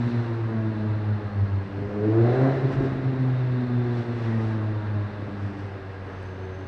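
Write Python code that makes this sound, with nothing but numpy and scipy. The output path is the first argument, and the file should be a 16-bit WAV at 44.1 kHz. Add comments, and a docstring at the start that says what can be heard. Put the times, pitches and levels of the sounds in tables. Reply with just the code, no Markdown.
"""Motorcycle in a road tunnel

A four-cylinder sport bike filters between slow cars, heard from the rider's seat. It coasts, takes one
burst of throttle, pops and burbles as the throttle shuts, and runs down again. The firings boom from the
tail pipe and ring the airbox; concrete walls smear the note. Around it traffic roars, tyres hiss past,
the chain hisses, a thin whine wanders and a brake squeals faintly, early on and again at the end."""
import sys
import numpy as np
from scipy import signal
from scipy.fft import rfft, irfft
from scipy.io import wavfile

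SR = 44100
rng = np.random.default_rng(int(sys.argv[2]) if len(sys.argv) > 2 else 0)


def transcribe(signal):
    """Save signal, clipped to [-1, 1], as a 16-bit WAV file at the path in sys.argv[1]."""
    frames = np.atleast_2d(signal).T
    limited = np.clip(frames, -1, 1)
    pcm = np.round(limited * 32767).astype(np.int16)
    wavfile.write(sys.argv[1], SR, pcm)


N = 294147


def from_db(db):
    """Decibels to gain."""
    return 10 ** (np.asarray(db) / 20)


def rms_one(x):
    """Scale to unit power."""
    return x / np.sqrt(np.mean(x ** 2) + 1e-20)


def in_time(rows):
    """Each column of an automation table, sample by sample."""
    times, *columns = np.transpose(rows)
    return [np.interp(np.arange(N) / SR, times, column) for column in columns]


def drift(rate_hz):
    """Smooth random wander with spread 1."""
    hop, settle = 40, 2000
    pole = np.exp(-2 * np.pi * rate_hz * hop / SR)
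    noise = rng.standard_normal(N // hop + settle + 2)
    slow = signal.lfilter([1], [1, -2 * pole, pole * pole], noise)[settle:]
    return np.interp(np.arange(N) / hop, np.arange(len(slow)), rms_one(slow))


def swell(start_s, end_s, rise_s, fade_s):
    """Envelope: straight rise, hold, exponential fade; 0-1."""
    t = np.arange(N) / SR
    return np.clip((t - start_s) / rise_s, 0, 1) * np.exp(-np.maximum(t - end_s, 0) / fade_s)


def going_by(closest_s, half_s):
    """Pass-by envelope, 0-1: half gain at half_s either side of the closest point."""
    return 1 / (1 + ((np.arange(N) / SR - closest_s) / half_s) ** 2)


def coloured_noise(spectrum):
    """Noise through an EQ curve, rolled off beyond its ends; rms 1."""
    hz, level_db = np.transpose(spectrum)
    bins = np.maximum(np.arange(N // 2 + 1) * SR / N, 1)
    roll_off = 1 / np.sqrt((1 + (hz[0] / bins) ** 4) * (1 + (bins / hz[-1]) ** 4))
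    gain = roll_off * from_db(np.interp(np.log(bins), np.log(hz), level_db))
    return rms_one(irfft(rfft(rng.standard_normal(N)) * gain, N))


def resonate(x, modes):
    """Parallel resonances with alternating polarity."""
    out = 0
    for k, (hz, width_hz, level_db) in enumerate(modes):
        r = np.exp(-np.pi * width_hz / SR)
        poles = [1, -2 * r * np.cos(2 * np.pi * hz / SR), r * r]
        ring = (1 - r * r) / 2 * signal.lfilter([1, 0, -1], poles, x)
        out += (-1) ** k * from_db(level_db) * ring
    return out


def band(x, low_hz, high_hz):
    """Second-order band-pass."""
    return signal.sosfilt(signal.butter(2, [low_hz, high_hz], "band", fs=SR, output="sos"), x)


def tunnel(x, wet_db, t60_s=3.3, predelay_s=.015):
    """Equal-power mix of direct sound and the long, dense tail between concrete walls."""
    t = np.arange(2 * SR) / SR
    tail = rng.standard_normal(len(t)) * from_db(-60 * t / t60_s) * (t > predelay_s)
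    eased_in = x * np.minimum(np.arange(N) / (.01 * SR), 1)
    reverb = signal.fftconvolve(eased_in, tail / np.linalg.norm(tail))[:N]
    return (x + from_db(wet_db) * reverb) / np.hypot(1, from_db(wet_db))


def firings(cycles, cylinder_db, rough_db):
    """One click per firing, cylinder by cylinder; no two burns are alike."""
    at = np.flatnonzero(np.diff(np.floor(cycles)) > 0)
    clicks = np.zeros(N)
    clicks[at] = from_db(np.resize(cylinder_db, len(at)) + rough_db * rng.standard_normal(len(at)))
    return clicks


def partial(cycles, order, flutter):
    """One harmonic at a random phase; flutter roughens the tone without making it louder; rms 1."""
    wobble = (1 + flutter * (drift(15) + 1j * drift(23))) / np.sqrt(1 + 2 * flutter ** 2)
    return rms_one(np.real(wobble * np.exp(2j * np.pi * (order * cycles + rng.random()))))


# The revs: (time [s], firing rate [Hz])
REVS = [(0, 119.5), (.13, 119), (.3, 114.8), (.55, 111.3), (.8, 106.8), (1.2, 103.5), (1.45, 99),
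        (1.66, 97), (1.8, 100.5), (2, 103.5), (2.1, 109), (2.22, 115.5), (2.4, 131.5), (2.52, 135),
        (2.8, 134.5), (3.05, 131.3), (3.5, 125.3), (4, 118.8), (4.5, 109.5), (4.8, 105), (5.2, 101.3),
        (5.55, 98.5), (5.9, 95.5), (6.25, 94), (6.67, 93.6)]

def firing_hz():
    """Firings per second as the engine runs down and picks up."""
    return in_time(REVS)[0]


def with_revs(level_db, db_per_octave, cruise_hz=110):
    """Gain that rides the revs and equals level_db at cruise."""
    return from_db(level_db + db_per_octave * np.log2(firing_hz() / cruise_hz))


def flow():
    """Intake turbulence grows steeply with the revs; 0-1."""
    return (firing_hz() / firing_hz().max()) ** 3


# Twists of the grip: (opens [s], shuts [s], opening [dB])
TWISTS = [(1.689, 2.486, 0.5), (6.215, 6.672, -13)]

def throttle():
    """How far the throttle is open: 0 shut, about 1 wide open."""
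    return sum(from_db(db) * swell(opens, shuts, rise_s=.33, fade_s=.087) for opens, shuts, db in TWISTS)


def load():
    """How hard the engine works, about 0-1."""
    return throttle() * flow()


# Gusts behind a tall car: (time [s], half length [s], level [dB])
WAKE_GUSTS = [(2.82, .055, -38.5), (2.981, .03, -42.5)]

def wind(bed_db=-54):
    """Low, lumpy buffeting, strongest in the wake of a tall car."""
    gusts = sum(from_db(db) * going_by(s, half_s) for s, half_s, db in WAKE_GUSTS)
    return np.hypot(from_db(bed_db), gusts) * rms_one(band(rng.standard_normal(N), 33.7, 64.6))


# Pass-bys: (closest [s], half length [s], tyre hiss [dB], roar [dB])
PASS_BYS = [(.1, 0.19, -67, -42.5), (2.417, .22, -67, -35), (2.73, 0.031, -63.5, -35.5),
            (2.86, 0.067, -67, -39), (3.986, .06, -66.5, -41), (4.24, 0.11, -66.5, -43),
            (4.45, 0.11, -67.5, -42.5), (5.44, 0.075, -71.5, -52), (5.6, 0.07, -70.5, -46),
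            (6.108, 0.044, -76, -40), (6.244, 0.064, -73, -61)]

def passing():
    """Hiss and roar envelopes of all the vehicles going by, one a motorbike; their powers add."""
    powers = sum(np.outer(from_db([hiss_db, roar_db]), going_by(s, half_s)) ** 2
                 for s, half_s, hiss_db, roar_db in PASS_BYS)
    return np.sqrt(powers)


# Tone of the traffic and air bed: (frequency [Hz], gain [dB])
ROAR_EQ = [(30, 3), (60, -32.5), (100, 11), (170, -1), (300, 0.5), (450, 0.5), (700, -2.5), (1000, -5.5),
           (1350, -7), (1650, -8), (2000, -10), (2400, -21.5), (3200, -28), (6000, -46.5)]
# Tone of the bike's tyres: (frequency [Hz], gain [dB])
OWN_TYRE_EQ = [(2500, -3.5), (4200, 10), (5600, 12.5), (7000, 6), (8000, 11.5), (9000, -3.5), (10400, -0.5),
               (11500, -23), (13000, -13)]
# Tone of passing tyres: (frequency [Hz], gain [dB])
CAR_TYRE_EQ = [(2500, -6.5), (4200, 13), (5600, 17), (7000, 6.5), (8000, 8.5), (9000, -3.5), (10400, 2),
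               (11500, -16.5), (13000, -20)]

def traffic(passing_hiss, passing_roar):
    """Cars and rushing air fill the tunnel with roar and a thin drone; tyres hiss as each vehicle goes by."""
    roar = np.hypot(with_revs(-39.5, db_per_octave=8), passing_roar) * coloured_noise(ROAR_EQ)
    drone = from_db(-56) * rms_one(resonate(rng.standard_normal(N), [(1627, 24, 0)]))
    own_tyres = with_revs(-79, db_per_octave=4.5) * coloured_noise(OWN_TYRE_EQ)
    car_tyres = passing_hiss * coloured_noise(CAR_TYRE_EQ)
    return roar + drone + from_db(.6 * drift(15)) * (own_tyres + car_tyres)


def tread(pitch_hz=1910, level_db=-48):
    """The tread of one passing car sings in a narrow band."""
    ring = band(rng.standard_normal(N), .92 * pitch_hz, 1.08 * pitch_hz)
    return from_db(level_db) * going_by(closest_s=4.32, half_s=.093) * rms_one(ring)


# Ring of the brake disc: (frequency [x pitch], width [Hz], gain [dB])
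DISC_MODES = [(0.999, 49.8, 4.5), (1.04, 140.4, -9.5)]
# Ringing cues: (start [s], end [s], pitch [Hz], level [dB]); the first rings along with the whine near 4.26
# kHz, the later two are brake squeals
RING_CUES = [(1.1, 1.62, 4260, -75), (1.65, 1.92, 6000, -82), (5.95, 6.682, 6150, -72)]

def brake(flutter_db=2.5):
    """A pad grips unevenly and rubs the disc into a thin, wavering squeal; early on the same ring adds a tone
    beside the whine."""
    squeal = 0
    for start, end, hz, db in RING_CUES:
        modes = [(ratio * hz, width_hz, gain_db) for ratio, width_hz, gain_db in DISC_MODES]
        ring = band(resonate(rng.standard_normal(N), modes), .79 * hz, 1.2 * hz)
        squeal += from_db(db) * swell(start, end, rise_s=.36, fade_s=.2) * rms_one(ring)
    return squeal * from_db(flutter_db * drift(14))


# Bodywork tick: (time [s], level [dB])
BODY_TICKS = [(6.2274, -69)]

def rattle(decay_s=.007):
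    """A short, bright tick of loose bodywork."""
    t = np.arange(N) / SR
    envelope = sum(from_db(db) * (t >= s) * np.exp(-np.abs(t - s) / decay_s) for s, db in BODY_TICKS)
    return envelope * rms_one(band(rng.standard_normal(N), 5500, 10500))


# Glide of the whine: (time [s], pitch [Hz], level [dB])
WHINE_GLIDE = [(0, 3945, -67), (.4, 3985, -77), (.9, 4150, -72), (1.4, 4267, -71), (1.85, 4190, -77),
               (2.4, 4080, -63), (2.7, 3900, -68), (3.2, 3790, -67), (3.7, 3600, -67), (4.15, 3370, -68.5),
               (4.5, 3310, -82.5)]

def whine(pitch_blur=.012):
    """A thin, blurred whine, as of a drive train; it wanders, then sinks as the bike slows."""
    hz, level_db = in_time(WHINE_GLIDE)
    cycles = np.cumsum(hz * (1 + pitch_blur * drift(110))) / SR
    return from_db(level_db) * partial(cycles, order=1, flutter=.8)


# Chain fader, dipping where the throttle takes up the slack: (time [s], level [dB])
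CHAIN_FADER = [(0, -57), (.17, -56.5), (.3, -61), (.45, -66), (.8, -62), (1.55, -65.5), (1.75, -68.5),
               (1.95, -69), (2.3, -55), (2.6, -59.5), (3.1, -61.5), (4, -59.5), (4.5, -61), (5.1, -62),
               (5.4, -66.5), (6.67, -66.5)]
# Ring of chain and sprockets: (frequency [Hz], width [Hz], gain [dB])
CHAIN_MODES = [(3523, 300, 0), (3980, 240, 0.5), (4280, 160, -1)]

def chain():
    """Rollers running onto the sprockets ring them into a diffuse hiss."""
    level_db, = in_time(CHAIN_FADER)
    ring = band(resonate(rng.standard_normal(N), CHAIN_MODES), 3220, 4600)
    return from_db(level_db + 1.1 * drift(12)) * rms_one(ring)


# Tone of the valve clatter: (frequency [Hz], gain [dB])
VALVE_EQ = [(1200, -14), (2200, 2.5), (2700, 4.5), (3200, -3.5), (4000, -11), (4600, -6), (5500, -11.5),
            (6500, -20), (9000, -41)]

def valves(cycles, passing_hiss):
    """Valve clatter pulses with the firings and bounces back off the sides of passing vehicles."""
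    thrown_back = from_db(11.5) * passing_hiss
    gain = np.hypot(with_revs(-57.5, db_per_octave=4.5), thrown_back)
    pulse = 1 + .089 * np.cos(2 * np.pi * cycles)
    return gain * coloured_noise(VALVE_EQ) * pulse * from_db(.47 * drift(10))


# Spells of uneven firing: (start [s], end [s], level [dB])
SPUTTER_CUES = [(1.657, 1.732, -43), (2.641, 2.668, -33.5), (2.779, 2.905, -32.5), (5.129, 5.277, -42)]
# Body of the silencer: (frequency [Hz], width [Hz], gain [dB])
SILENCER_MODES = [(115, 33, 3), (274, 92, -2.5), (400, 73, -9), (683, 47, -12.5)]
# Pops in the silencer: (time [s], peak [dB])
POP_CUES = [(2.65, -19.5), (2.804, -16.5), (2.846, -16)]
# Ring of one pop: (frequency [Hz], width [Hz], gain [dB])
POP_MODES = [(285, 69, -1.5), (387, 64, -1.5), (605, 150, -18.5)]

def overrun(cycles, idle_db=-49.5, throttle_db=-42.5):
    """Ragged burns burble in the silencer, and a few pops thump after the throttle shuts."""
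    spells = sum(from_db(db) * swell(start, end, rise_s=.036, fade_s=.16)
                 for start, end, db in SPUTTER_CUES)
    level = from_db(idle_db) + np.hypot(spells, from_db(throttle_db) * throttle())
    burns = firings(cycles, cylinder_db=[0], rough_db=3) * rng.standard_normal(N)
    burble = level * rms_one(band(resonate(burns, SILENCER_MODES), 64, 770))
    pop = band(resonate(signal.unit_impulse(SR // 10), POP_MODES), 204, 720)
    for s, peak_db in POP_CUES:
        start = round(s * SR)
        burble[start:start + len(pop)] += from_db(peak_db) * pop / np.abs(pop).max()
    return tunnel(burble, wet_db=-8)


# Body of the airbox: (frequency [Hz], width [Hz], gain [dB])
AIRBOX_MODES = [(368, 100, 7), (444, 160, 3.5), (560, 36, -1), (720, 72, -0.5), (1420, 88, -18.5)]
# Formants of the inlet ducts: (frequency [Hz], width [Hz], gain [dB])
INLET_MODES = [(554, 73, 7.5), (810, 390, -4.5), (1550, 420, -7)]

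def intake(cycles, idle_db=-67, load_db=-32):
    """Gulps from four unequal cylinders ring the airbox into a growl; at full flow the air roars."""
    level = from_db(idle_db) + from_db(load_db) * load()
    jitter = .022 * load() * drift(40)
    gulps = firings(cycles + jitter, cylinder_db=[5, -2, 2, -3], rough_db=2.2)
    growl = rms_one(band(resonate(gulps, AIRBOX_MODES), 293, 1130))
    breathing = 1 + .5 * np.cos(np.pi * cycles)
    rush = rms_one(resonate(rng.standard_normal(N), INLET_MODES)) * breathing
    roar = from_db(-.7) * level * flow() * band(rush, 460, 2080)
    return tunnel(level * growl, wet_db=0) + roar


# Rasp fader: (time [s], level [dB])
RASP_FADER = [(0, -48), (1.4, -48.5), (1.8, -58.5), (2.2, -42.5), (3, -55.5), (3.8, -51.5), (4.55, -44),
              (5.6, -58), (6.67, -69)]
# The engine's top harmonics: (order [x firing rate], gain [dB])
RASP_ORDERS = [(8, -2.5), (9, -5), (10, -5.5), (11, -6), (12, -8.5), (13, -8), (14, -10.5), (15, -9),
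               (17, -11.5)]
# Ring of the casing, which they slide through: (frequency [Hz], width [Hz], gain [dB])
CASING_MODES = [(1111, 40, -3)]

def rasp(cycles):
    """Top harmonics straight off the engine; each swells and fades on its own, and load adds grit."""
    level_db, = in_time(RASP_FADER)
    flutter = .5 + 1.4 * load()
    tones = sum(from_db(db + 2 * drift(4)) * partial(cycles, order, flutter) for order, db in RASP_ORDERS)
    return tunnel(from_db(level_db) * rms_one(tones + resonate(tones, CASING_MODES)), wet_db=-5.5)


# Boom at the firing rate, throbbing between the walls: (time [s], level [dB])
BOOM_FADER = [(0.0, -25.5), (0.07, -22.5), (0.11, -45.5), (0.13, -28), (0.2, -22.5), (0.24, -30.5),
              (0.46, -24.5), (0.54, -33), (0.59, -23.5), (0.78, -32), (0.91, -22), (1.02, -30.5),
              (1.09, -22.5), (1.15, -22.5), (1.21, -38), (1.26, -23.5), (1.3, -37), (1.39, -23),
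              (1.43, -19.5), (1.49, -30), (1.54, -20.5), (1.63, -29.5), (1.69, -51), (1.73, -32),
              (1.86, -27.5), (1.91, -60), (1.95, -34), (2.23, -17.5), (2.36, -27), (2.43, -20),
              (2.62, -31.5), (2.65, -19), (2.75, -36), (2.79, -17), (2.82, -27), (3.03, -32), (3.07, -21.5),
              (3.16, -32), (3.21, -21.5), (3.55, -24), (3.66, -30.5), (3.79, -21), (3.86, -27),
              (4.01, -24.5), (4.05, -42), (4.1, -26.5), (4.16, -31.5), (4.27, -25), (4.77, -26.5),
              (4.81, -31), (5.0, -23.5), (5.07, -29), (5.11, -39.5), (5.31, -34.5), (5.35, -39.5),
              (5.46, -27.5), (5.54, -39), (5.63, -34), (5.74, -39), (6.67, -36.5)]
# The octave above the boom: (time [s], relative level [dB])
OCTAVE_FADER = [(0, -29), (.15, -28), (.23, -44.5), (.42, -50.5), (.55, -29.5), (.75, -35.5), (.81, -32.5),
                (.87, -33), (1, -39.5), (1.15, -38), (1.3, -38.5), (1.85, -44.5), (1.95, -35),
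                (2.07, -30.5), (2.12, -47), (2.25, -26.5), (2.32, -35.5), (2.4, -30.5), (2.48, -20),
                (2.53, -50), (2.72, -36), (2.85, -30.5), (2.98, -33.5), (3.05, -37), (3.25, -31),
                (3.44, -47), (3.6, -29), (3.78, -30.5), (4, -34), (4.2, -48), (4.3, -30.5), (4.6, -36.5),
                (4.88, -41), (5.02, -40.5), (5.22, -44.5), (5.55, -40), (5.8, -56.5), (6.67, -47.5)]
# Ride on all the overtones: (time [s], trim [dB])
OVERTONE_TRIM = [(0, 0), (.8, 2), (1.5, -0.5), (2.4, 1.5), (3.1, -3.5), (3.8, 2), (4.45, 2), (5.1, 2),
                 (5.55, -3), (6.2, -2), (6.67, -4)]
# Exhaust overtones: (order [x firing rate], coasting gain [dB], part added by throttle [dB re coasting],
# share of the octave's swing [0-1], flutter [ratio])
EXHAUST_ORDERS = [(3, -1, 12, .2, .2), (4, -4.5, 13, .1, 0.17), (5, -5, 12.5, .05, 0.18),
                  (6, -3.5, 2.5, .2, .22), (7, -11.5, 0.5, .2, .29)]
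# Response of the tail pipe: (frequency [Hz], gain [dB])
PIPE_EQ = [(270, -54), (292, -43.5), (308, -46), (320, -40), (338, -35.5), (362, -40), (382, -41),
           (405, -44.5), (430, -44), (458, -40), (474, -46.5), (500, -49.5), (535, -49.5), (565, -51.5),
           (590, -52.5), (625, -50), (665, -47), (705, -51.5), (750, -55), (790, -51), (900, -58)]

def exhaust(cycles, fading_db=2.5, throttle_flutter=.25):
    """The tail pipe booms; overtones slide through its resonances and turn loud and rough on throttle."""
    boom_db, = in_time(BOOM_FADER)
    octave_db, = in_time(OCTAVE_FADER)
    trim_db, = in_time(OVERTONE_TRIM)
    swing_db = octave_db - octave_db.mean()
    opening = throttle()
    boom = from_db(boom_db) * partial(cycles, order=1, flutter=.09)
    octave = from_db(octave_db + 1.5) * partial(cycles, order=2, flutter=.18)
    overtones = 0
    for order, coasting_db, added_db, share, flutter in EXHAUST_ORDERS:
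        pipe_db = np.interp(order * firing_hz(), *np.transpose(PIPE_EQ))
        gain = from_db(trim_db + pipe_db + coasting_db + share * swing_db)
        push = 1 + from_db(added_db) * opening
        fading = from_db(fading_db * drift(4))  # each waxes and wanes between the walls
        overtones += gain * push * fading * partial(cycles, order, flutter + throttle_flutter * opening)
    return tunnel(boom, wet_db=-22) + tunnel(octave, wet_db=-9) + tunnel(overtones, wet_db=-7)


def scene():
    """Mono mix of bike and road; all engine layers follow the same crank."""
    cycles = np.cumsum(firing_hz() * (1 + .0015 * drift(10))) / SR  # one cycle per firing
    hiss, roar = passing()
    engine = exhaust(cycles) + rasp(cycles) + intake(cycles) + overrun(cycles)
    bike = engine + valves(cycles, hiss) + chain() + whine() + rattle()
    return (bike + traffic(hiss, roar) + tread() + brake() + wind())[None]


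def record(dry, cutoff_hz=12800):
    """A steep low-pass takes the top off the mix."""
    return signal.sosfilt(signal.ellip(10, .1, 80, cutoff_hz, fs=SR, output="sos"), dry)


dry = scene()
out = record(dry)
transcribe(out)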